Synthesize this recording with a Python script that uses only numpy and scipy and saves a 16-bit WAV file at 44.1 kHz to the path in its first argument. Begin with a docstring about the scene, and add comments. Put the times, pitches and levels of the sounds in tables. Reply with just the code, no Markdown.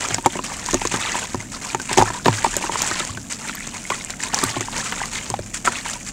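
"""Outdoors, close over a plastic tub of water, a hand crumbles a block of sand and cement.
Grit hisses and cracks: random impulses and noise bursts are filtered, and small resonators ring.
Crumbs fizz and patter as swarms of rising bubble tones; some single bubbles ping.
Larger lumps slap the surface, open ringing cavities and excite the damped modes of the tub.
A low rumble and buffeting air lie behind, as filtered noise."""
import sys
import numpy as np
from scipy import signal
from scipy.fft import rfft, irfft
from scipy.io import wavfile

SR = 44100
rng = np.random.default_rng(int(sys.argv[2]) if len(sys.argv) > 2 else 0)


def store_pcm(level_fs):
    """Save levels as 16-bit WAV."""
    pcm = np.round(np.clip(level_fs, -1, 1) * 32767).astype(np.int16)
    wavfile.write(sys.argv[1], SR, np.atleast_2d(pcm).T)


N = 269892  # length in samples

# Event levels are relative: each layer applies its own gain afterwards.
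# Background air spectrum. Each row: frequency in Hz, relative level in dB.
AIR_SPECTRUM = [(20, -38), (50, -3), (70, -5), (105, -3), (150, -3), (220, 1.5), (290, -4), (400, -16),
                (700, -14), (2000, -48), (8000, -42)]
# Buffeting air spectrum. Each row: frequency in Hz, relative level in dB.
BUFFET_SPECTRUM = [(10, -30), (22, -12.0), (33, 11.5), (50, -6.5), (80, -27), (200, -9), (1000, -69)]
# Puffs of air at the microphone. Each row: start in seconds, hold in seconds, level in dB.
AIR_PUFFS = [(.7, 0.13, -36), (1.93, 0.093, -35.5), (2.24, 0.055, -44), (2.47, .08, -37), (5.35, .08, -35)]
# Spectrum of sand under the fingers. Each row: frequency in Hz, relative level in dB.
RUB_SPECTRUM = [(2000, -26), (4500, -15), (7200, 0), (10000, -15), (15000, -28)]
# Fingers shear sand off the block. Each row: start in seconds, hold in seconds, level in dB.
SQUEEZES = [(0.0, 0.024, -30), (.125, 0.034, -42), (.31, 0.045, -42.5), (.437, 0.0095, -27),
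            (.495, 0.17, -37.5), (.65, 0.081, -39), (.92, 0.024, -34), (1.15, 0.069, -35),
            (1.3, 0.03, -38.5), (1.403, 0.012, -47), (1.517, 0.022, -33.5), (1.61, 0.097, -43.5),
            (1.8, 0.072, -37.5), (1.9, .04, -44), (2.04, 0.045, -41), (2.325, 0.055, -31.5),
            (2.48, 0.037, -34.5), (2.77, .12, -30.5), (2.97, .03, -33), (3.297, 0.037, -29.5),
            (3.44, 0.017, -34), (3.76, 0.16, -40), (3.93, 0.083, -37), (4.225, 0.011, -27),
            (4.345, 0.12, -37), (4.64, 0.14, -40), (4.76, .11, -34.5), (4.93, 0.2, -43),
            (5.135, 0.011, -32), (5.46, 0.01, -41), (5.537, 0.028, -28.5), (5.88, .055, -35.5),
            (5.96, 0.067, -43), (6.063, 0.025, -30.5)]
# Showers of crumbs on the water. Each row: start in seconds, hold in seconds, level of the fine crumbs
# in dB, level of the coarse crumbs over the fine ones in dB.
SHOWERS = [(0.0, 0.052, -31, 0), (0.089, 0.048, -34, 3), (0.238, 0.014, -35, 2.5),
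           (0.296, 0.085, -37, -2.5), (0.432, 0.2, -42.5, 5.5), (0.663, 0.1, -34, -2),
           (0.801, 0.07, -32.5, -10), (0.905, 0.057, -32, 3), (0.989, .21, -31.5, -1.5),
           (1.223, 0.027, -40, 1.5), (1.39, 0.021, -42, 6), (1.52, 0.045, -43, 5), (1.609, 0.11, -38, 3),
           (1.883, 0.058, -30.5, -1.5), (1.968, 0.0098, -28.5, 10), (2.047, 0.024, -36.5, 4.5),
           (2.129, 0.03, -36, 4.5), (2.244, 0.033, -35, 8), (2.313, 0.16, -34, 0), (2.521, 0.054, -35, 6),
           (2.604, 0.052, -36, 7), (2.711, 0.045, -34, 3.5), (2.782, 0.22, -31, -1),
           (3.055, 0.048, -39, -1), (3.383, 0.073, -41, 2.5), (3.469, 0.021, -31.5, -6),
           (3.516, 0.19, -39.5, -10.5), (3.732, 0.027, -38, 0), (3.901, 0.043, -34.5, 1),
           (3.997, 0.067, -43.5, -1), (4.091, 0.018, -34.5, -1.5), (4.187, 0.098, -36, 0),
           (4.324, .17, -32, 1.5), (4.537, 0.047, -33.5, -1.5), (4.598, .025, -36, -7),
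           (4.711, 0.038, -36.5, 3), (4.744, 0.06, -35.5, 6), (4.83, 0.217, -36, 0.5),
           (5.113, 0.06, -31, -4.5), (5.166, 0.13, -38.5, -1), (5.642, 0.033, -30.5, 4.5),
           (5.706, 0.086, -32.5, -7.5), (5.845, 0.082, -35, -1.5)]
# Spectrum of loose sand. Each row: frequency in Hz, relative level in dB.
SAND_SPECTRUM = [(300, -25), (1200, -3.5), (2500, -2), (4000, -11), (5200, -9), (6300, -1.5), (7200, 1.5),
                 (8300, -3), (10000, -14.5), (12500, -33.5), (15500, -27)]
# Spectrum of brittle fracture. Each row: frequency in Hz, relative level in dB.
CRACK_SPECTRUM = [(200, 5.5), (1000, 4), (3000, -4), (5000, 2.5), (7200, 10.5), (9000, -3.5),
                  (12000, -22.5), (15500, -29)]
# Spectrum of small splashes. Each row: frequency in Hz, relative level in dB.
SPLASH_SPECTRUM = [(40, -5), (150, 3.5), (270, 0.5), (500, -0.5), (650, 0), (920, 3.5), (1800, -20.5),
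                   (4000, -9), (10000, -36)]
# Clearest single bubbles. Each row: start in seconds, level in dB, initial pitch in Hz.
BUBBLES = [(0.051, -23, 1360), (0.059, -24, 2360), (0.442, -24, 2660), (1.071, -23, 2340),
           (1.092, -19, 2800), (1.095, -20, 1960), (1.403, -24, 2060), (1.701, -21.5, 2380),
           (2.081, -18.5, 1725), (2.385, -21, 1620), (2.625, -18.5, 2360), (3.529, -27, 1800),
           (3.606, -22, 2010), (3.852, -22, 2110), (3.928, -21, 1970), (4.01, -22.5, 2140),
           (4.203, -20.5, 1830), (4.477, -31, 2100), (5.004, -19.5, 1590), (5.035, -17, 1990),
           (5.733, -24, 1450), (5.756, -18.5, 2680)]
# Sunken lumps landing on the bottom. Each row: start in seconds, level in dB.
THUDS = [(0.116, -18.5), (0.747, -32), (0.949, -32), (1.36, -22), (1.977, -14), (2.286, -8.5), (2.564, -36),
         (2.792, -27), (3.097, -18.5), (3.152, -23.5), (4.443, -20), (4.569, -22), (5.303, -21),
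         (5.396, -18.5)]
# Modes of the tub with its water. Each row: frequency in Hz, relative level in dB, t60 in seconds.
TUB_MODES = [(105.7, -14.5, 0.36), (134.6, -10, 0.085), (180, -7, 0.077), (262, -3, 0.083),
             (316, -8, 0.047), (361, 2, 0.069), (450, 0.5, 0.024), (579, -4.5, 0.054), (753, -8.5, 0.052),
             (910, -2, 0.072), (1270, -12.5, 0.055), (1840, -3, 0.055)]
# Brittle cracks, strong and faint. Each row: start in seconds, level in dB, frequency in Hz of the short
# ring added to the crack.
SNAPS = [(0.0865, -10.5, 6400), (0.145, -2, 6440), (0.2611, -6, 7460), (0.266, -13, 7200),
         (0.5374, -15, 6660), (0.662, -10.5, 6500), (0.7107, -9.5, 6826), (0.7305, -10, 6400),
         (0.7436, 1, 6720), (0.8195, -14, 6169), (0.8528, -6.5, 6400), (0.8731, -9, 6470),
         (0.9617, -17, 6900), (1.1196, -10.5, 6330), (1.24, -15, 7700), (1.3454, -16, 7000),
         (1.7477, -10, 6940), (1.8, -17, 7100), (1.817, -16, 6000), (1.93, -7, 7760), (1.9324, -10.5, 3040),
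         (1.9757, -4, 6550), (1.982, -3, 3350), (2.023, -9.5, 6800), (2.2793, -29, 3000),
         (2.4439, -6.5, 7230), (2.567, -3.5, 7360), (2.568, -17, 12400), (2.8197, -3.5, 6750),
         (2.821, -18, 13800), (3.0503, -8, 5500), (3.4789, -16.5, 8100), (3.553, -19, 12600),
         (3.6742, -15.5, 7100), (3.9015, -11, 2930), (4.0477, -13.5, 7740), (4.1044, -9.5, 7400),
         (4.345, -1.5, 6000), (4.3889, -5, 4900), (4.4384, -5, 8100), (4.4402, -13, 12300),
         (4.6086, -9.5, 6500), (5.0572, -10, 6850), (5.3016, -10, 7200), (5.6604, -8.5, 7550),
         (5.6737, -26, 3000), (5.9376, -12, 6200)]
# Lumps hitting the water. Each row: start in seconds, level of the cavity's ring in dB, its initial pitch
# in Hz, level of the knock on the tub in dB, level of the wet slap in dB.
LUMPS = [(0.106, -22.5, 634, -24, -15), (0.183, -18, 930, -19, -14.5), (0.26, -1.5, 827, -11.5, -5.5),
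         (0.268, -8.5, 930, -16, -27), (0.355, -21, 850, -18, -36), (0.392, -14, 1015, -20, -33),
         (0.519, -19.5, 920, -42, -34), (0.687, -13.5, 987, -44, -34), (0.734, -19, 1040, -12.5, -18),
         (0.745, -32, 770, -9.5, -17), (0.817, -14.5, 865, -28.4, -20), (0.852, -13.5, 1040, -12.5, -12),
         (0.941, -27, 1110, -11.5, -9), (0.949, -34, 910, -16, -29), (0.97, -19, 970, -30, -30),
         (1.144, -18, 965, -40, -24), (1.154, -11.5, 917, -20, -28), (1.345, -13.5, 965, -12, -20),
         (1.747, -9.5, 850, -13, -9.5), (1.798, -20.5, 1530, -26, -15.5), (1.913, -14, 905, -20, -18),
         (1.974, -6, 905, -6, -7), (1.982, -24, 764, -10.5, -15), (1.985, -2.5, 784, -8.5, -17),
         (1.992, -26, 870, -11, -9), (2.002, -8, 840, -14, -35), (2.014, -4.5, 965, -13, -13),
         (2.023, -3, 840, -10.5, -10), (2.103, -16.5, 960, -23.5, -17), (2.258, -10, 610, -33, -3),
         (2.261, -10.5, 1070, -7.5, -11), (2.282, -0.3, 937, -7, -2.5), (2.446, -4, 918, -39, -6.5),
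         (2.463, -9, 870, -19.5, -17.5), (2.567, -17, 573, -20.5, -27), (2.64, -13.5, 936, -27, -17),
         (2.695, -12.5, 936, -19.5, -31), (2.756, -13, 1010, -32, -12), (2.836, -17.5, 840, -31, -34),
         (2.913, -24, 1270, -23, -15), (3.003, -19, 1310, -23.5, -28), (3.174, -20.5, 1530, -29.5, -19),
         (3.495, -17, 1390, -30, -15), (3.903, -9, 970, -23.5, -8), (3.918, -13.5, 1120, -40, -24),
         (4.338, -11.5, 840, -35, -17), (4.428, -24, 1180, -17.5, -18), (4.434, -11, 1180, -13, -29),
         (4.565, -17.5, 830, -17, -18), (4.608, -21.5, 1220, -20, -9), (4.684, -17, 940, -43, -29),
         (4.923, -20, 910, -52, -9), (5.016, -13.5, 890, -45, -25), (5.302, -19, 1000, -22, -26),
         (5.34, -9, 810, -37, -17.5), (5.391, -17, 577, -25, -21.5), (5.675, -3.5, 1326, -30, -6),
         (5.678, -8, 984, -22, -11.5), (5.86, -17, 960, -41.5, -32)]
# Spectrum of the wet slap. 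Each row: frequency in Hz, relative level in dB.
SLAP_SPECTRUM = [(150, -9.5), (500, 1.5), (1100, 2.0), (2100, 0.5), (4500, -12.5), (12000, -29.5)]

AIR_DB, DRAUGHT_DB = -39.5, -48.5  # rumble, and the steady floor of the buffeting
PUFF_ATTACK_S, PUFF_T60_S = .05, 1
SQUEEZE_ATTACK_S, SQUEEZE_T60_S = 0.0033, 0.11
SHOWER_ATTACK_S, SHOWER_T60_S = 0.0089, 0.16
STRAGGLER_DB, STRAGGLER_T60_S = -11, 0.82  # late crumbs, relative to their shower
TAIL_PER_HOLD = 1.1  # seconds of extra t60 per second held: a long pour thins out slowly
SHOWER_SAND_DB = -0.5  # loose sand that comes down with a shower
TRICKLE_SAND_DB, TRICKLE_FINE_DB, TRICKLE_COARSE_DB = -45.5, -55, -65  # steady flow between handfuls
CLUMPS_PER_S, CLUMPING_DB = 45, 1.5  # gain points per second and their standard deviation
CRACKLE_FOLLOWS = .6  # exponent on the flow: crackle level varies less than the sand's
RUB_DB = -46
TOP_HZ = 15700  # upper edge of the recorded band


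def undb(db):
    """Logarithmic level: 20 dB is a factor of ten in amplitude."""
    return 10 ** (np.asarray(db) / 20)


def unit(x):
    """Normalisation by mean power: rms becomes 1."""
    return x / np.sqrt(np.mean(x ** 2))


def peak(x):
    """Normalisation by the largest excursion: peak becomes 1."""
    return x / np.abs(x).max()


def clock(length):
    """Uniform sampling: the sample times of a short sound."""
    return np.arange(int(length * SR)) / SR


def fade(t, t60):
    """Exponential damping: amplitude falls by 60 dB in t60 seconds."""
    return np.exp(-np.log(1000) * t / t60)


def add(out, s, x):
    """Superposition: mix x into out at s seconds."""
    i = min(max(int(s * SR), 0), N)
    out[i:i + len(x)] += x[:N - i]


def colour(x, points, size=1024):
    """Minimum-phase filtering: folding the cepstrum makes a (Hz, dB) response causal."""
    hz, db = np.transpose(points)
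    f = np.maximum(np.arange(size // 2 + 1) * SR / size, 1)
    response_db = np.interp(np.log(f), np.log(hz), db)
    cepstrum = irfft(np.log(undb(response_db)))
    cepstrum[1:size // 2] *= 2
    cepstrum[size // 2 + 1:] = 0
    impulse_response = irfft(np.exp(rfft(cepstrum)))
    return signal.fftconvolve(x, impulse_response)[:len(x)]


def highpass(x, hz):
    """Third-order Butterworth filtering: a steep cut of the lows."""
    return signal.sosfilt(signal.butter(3, hz, "high", fs=SR, output="sos"), x)


def ring(hz, t60, glide):
    """Damped resonance: it swells within a cycle and dies as its pitch rises by the share glide."""
    t = clock(t60)
    tone = np.sin(2 * np.pi * hz * (t + glide * t ** 2 / (2 * t60)))
    return tone * fade(t, t60) * (1 - np.exp(-3 * hz * t))


def grains(per_s, spread_db):
    """Shot noise: random impulses, many small and a few large."""
    chance = rng.random(N)
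    size = np.minimum(rng.exponential(size=N), 4)
    sign = rng.choice([-1, 1], N)
    return unit((chance < per_s / SR) * sign * undb(spread_db * size))


def swarm(flow, low_hz, high_hz, cycles, glide, spread_db, thinning, count):
    """Superposed random resonators: a weak flow excites fewer, so they stand apart."""
    out = np.zeros(N)
    density = np.minimum(flow / np.percentile(flow, 90), 1) ** thinning
    for when, pitch, size, life, luck in rng.random((count, 5)):
        hz = low_hz * (high_hz / low_hz) ** pitch
        if luck < density[int(when * N)]:
            level = undb(spread_db * size ** 2)
            add(out, when * N / SR, level * ring(hz, cycles * (.5 + life) / hz, glide))
    # undo the mean loss of power through thinning, so that flow sets the level
    return flow * unit(out / np.sqrt(density))


def power(rows, attack_s, t60):
    """Incoherent addition: powers of gestures sum as each rises, holds and dies away."""
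    out = np.zeros(N)
    for s, length, db in rows:
        tail = t60 + TAIL_PER_HOLD * length
        t = clock(length + tail)
        rise = np.minimum(t / attack_s, 1)
        decay = fade(np.maximum(t - length, 0), tail)
        add(out, s, (undb(db) * rise * decay) ** 2)
    return out


def clumps():
    """Random modulation: the gain wanders as crumbs bunch and thin."""
    knots = rng.standard_normal(N // 100)  # more than are used
    position = np.arange(N) / SR * CLUMPS_PER_S
    return undb(CLUMPING_DB * np.interp(position, np.arange(len(knots)), knots))


def background():
    """Broadband noise in moving air: a low outdoor rumble, and puffs that buffet the microphone."""
    rumble = undb(AIR_DB) * unit(colour(rng.standard_normal(N), AIR_SPECTRUM, size=8192))
    buffet = unit(colour(rng.standard_normal(N), BUFFET_SPECTRUM, size=16384))
    puff_power = power(AIR_PUFFS, PUFF_ATTACK_S, PUFF_T60_S)
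    return rumble + buffet * np.sqrt(undb(DRAUGHT_DB) ** 2 + puff_power)


def rubbing():
    """Granular friction: a faint, high, uneven rustle of sand under the fingers."""
    return undb(RUB_DB) * clumps() * unit(colour(grains(per_s=2300, spread_db=6), RUB_SPECTRUM))


def falling(rows):
    """Dispersion of arrivals: the bulk of a shower lands at once and weaker stragglers die away later."""
    bulk = power(rows, SHOWER_ATTACK_S, SHOWER_T60_S)
    stragglers = power(rows, SHOWER_ATTACK_S, STRAGGLER_T60_S)
    return bulk + undb(STRAGGLER_DB) ** 2 * stragglers


def flows():
    """Source strength as root power: dry sand, fine and coarse crumbs from squeezes, showers and trickle."""
    fine = falling([(s, length, db) for s, length, db, _ in SHOWERS])
    coarse = falling([(s, length, db + coarse_db) for s, length, db, coarse_db in SHOWERS])
    squeezed = power(SQUEEZES, SQUEEZE_ATTACK_S, SQUEEZE_T60_S)
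    sand = squeezed + undb(SHOWER_SAND_DB) ** 2 * (fine + coarse) / 2
    return (np.sqrt(sand + undb(TRICKLE_SAND_DB) ** 2),
            np.sqrt(fine + undb(TRICKLE_FINE_DB) ** 2) * clumps(),
            np.sqrt(coarse + undb(TRICKLE_COARSE_DB) ** 2) * clumps())


def breaking_sand(sand, hiss_db, grit_db, puff_t60, tick_db, crackle_db):
    """Granular fracture: freed sand hisses, bursts in short puffs, ticks and crackles."""
    hiss = sand * unit(colour(grains(per_s=7000, spread_db=4.0), SAND_SPECTRUM))
    # each crumb bursts into a puff of sand that starts sharply and dies within milliseconds
    bursts = np.abs(grains(per_s=400, spread_db=4))
    puffs = signal.fftconvolve(bursts, fade(clock(puff_t60), puff_t60))[:N]
    grit = sand * unit(colour(puffs * rng.standard_normal(N), SAND_SPECTRUM))
    ticks = swarm(sand, low_hz=4660, high_hz=8300, cycles=10, glide=0,
                  spread_db=18, thinning=1.0, count=2800)
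    crackle_flow = sand.mean() * (sand / sand.mean()) ** CRACKLE_FOLLOWS
    crackle = crackle_flow * unit(colour(grains(per_s=70, spread_db=3), CRACK_SPECTRUM))
    return (undb(hiss_db) * hiss + undb(grit_db) * grit
            + undb(tick_db) * ticks + undb(crackle_db) * crackle)


def crumbs_on_water(fine, coarse, fizz_db, ping_db, patter_db, splash_db):
    """Bubble resonance: small crumbs trap small, high bubbles; coarse ones trap lower ones and splash."""
    fizz = swarm(fine, low_hz=1564, high_hz=4420, cycles=20.4, glide=0.29,
                 spread_db=14.0, thinning=0.88, count=3800)
    pings = swarm(fine, low_hz=1362, high_hz=3070, cycles=75, glide=0.13,
                  spread_db=3, thinning=0.24, count=130)
    patter = swarm(coarse, low_hz=837, high_hz=1916, cycles=39, glide=0.34,
                   spread_db=18, thinning=0.67, count=1500)
    splash = coarse * unit(colour(grains(per_s=900, spread_db=3.5), SPLASH_SPECTRUM))
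    return (undb(fizz_db) * fizz + undb(ping_db) * pings
            + undb(patter_db) * patter + undb(splash_db) * splash)


def bubbles(gain_db, cycles):
    """Bubble resonance near the surface: bubbles left by single crumbs ping with a rising pitch."""
    out = np.zeros(N)
    for s, db, hz in BUBBLES:
        add(out, s, undb(db + gain_db) * ring(hz, cycles / hz, glide=0.035))
    return out


def tub(contact_s, scatter_db):
    """Modal excitation: a longer contact favours low modes; each spot stirs them differently."""
    t = clock(.2)
    chance = rng.standard_normal((len(TUB_MODES), 3))
    modes = np.zeros(len(t))
    for (hz, db, t60), (level, detune, side) in zip(TUB_MODES, chance):
        tone = np.sin(2 * np.pi * hz * (1 + 0.0078 * detune) * t) * fade(t, t60)
        modes += np.sign(side) * undb(db + scatter_db * level) * tone
    push = np.hanning(int(contact_s * SR) + 3)
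    # little radiates below the lowest mode
    return peak(highpass(signal.fftconvolve(modes, push), hz=85.5))


def thuds(gain_db, contact_s):
    """Cushioned impact: water softens the landing of sunken lumps, so the bottom only booms."""
    out = np.zeros(N)
    for s, db in THUDS:
        add(out, s, undb(db + gain_db) * tub(contact_s, scatter_db=2))
    return out


def snaps(crack_db, crack_t60, ring_db, ring_t60, strain_db, strain_t60):
    """Brittle fracture: tiny fractures gather, the bond bursts, and a short ring is added to the crack."""
    out, lead = np.zeros(N), .01  # seconds of gathering fractures before the burst
    t = clock(3 * lead) - lead
    gathering = undb(strain_db) * fade(np.abs(t), strain_t60)
    shape = np.where(t < 0, gathering, fade(np.abs(t), crack_t60))
    for s, db, hz in SNAPS:
        crack = colour(rng.standard_normal(len(t)) * shape, CRACK_SPECTRUM)
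        add(out, s - lead, undb(db + crack_db) * peak(crack))
        add(out, s, undb(db + ring_db) * ring(hz, ring_t60, glide=0))
    return out


def plops(ring_db, ring_t60, knock_db, contact_s, slap_db, slap_t60):
    """Water entry: each lump slaps the surface, opens a briefly ringing cavity and knocks the tub."""
    out, t = np.zeros(N), clock(.05)
    for s, cavity_db, hz, tub_db, wet_db in LUMPS:
        slap = colour(rng.standard_normal(len(t)) * fade(t, slap_t60), SLAP_SPECTRUM)
        add(out, s, undb(cavity_db + ring_db) * ring(hz, ring_t60, glide=0.017))
        add(out, s, undb(wet_db + slap_db) * peak(slap))
        add(out, s, undb(tub_db + knock_db) * tub(contact_s, scatter_db=2))
    return out


def walls(x, wet_db, t60, size=2048):
    """Early reflection: dense decaying echoes inside the tub, drawn anew for each block of size samples."""
    t, out = clock(.06), x.copy()
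    for i in range(0, N, size):
        echoes = rng.standard_normal(len(t)) * fade(t, t60) * (t > .002)
        reflected = signal.fftconvolve(x[i:i + size], echoes / np.linalg.norm(echoes))
        add(out, i / SR, undb(wet_db) * reflected)
    return out


def scene():
    """Superposition of sources: sand, crumbs, cracks and plops within the tub, over the background."""
    sand, fine, coarse = flows()
    near = rubbing()
    near += breaking_sand(sand, hiss_db=-3.0, grit_db=-1.0, puff_t60=0.015, tick_db=-5, crackle_db=-11)
    near += crumbs_on_water(fine, coarse, fizz_db=-1.0, ping_db=-17.5, patter_db=-4.0, splash_db=-4.0)
    near += bubbles(gain_db=2, cycles=46.0)
    near += snaps(crack_db=-1.5, crack_t60=0.0047, ring_db=4.0, ring_t60=0.0024,
                  strain_db=-12.0, strain_t60=0.01)
    near += plops(ring_db=2.5, ring_t60=0.024, knock_db=1, contact_s=0.0007, slap_db=-1.5, slap_t60=0.021)
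    in_tub = walls(near, wet_db=-12.5, t60=0.031)
    return (background() + thuds(gain_db=-6, contact_s=0.0104) + in_tub)[None]


def record(dry):
    """Overload and band limiting: peaks flatten at full scale, then an elliptic filter cuts the top."""
    overloaded = np.clip(dry, -1, 1)
    return signal.sosfilt(signal.ellip(10, .2, 90, TOP_HZ, fs=SR, output="sos"), overloaded)


dry = scene()
out = record(dry)
store_pcm(out)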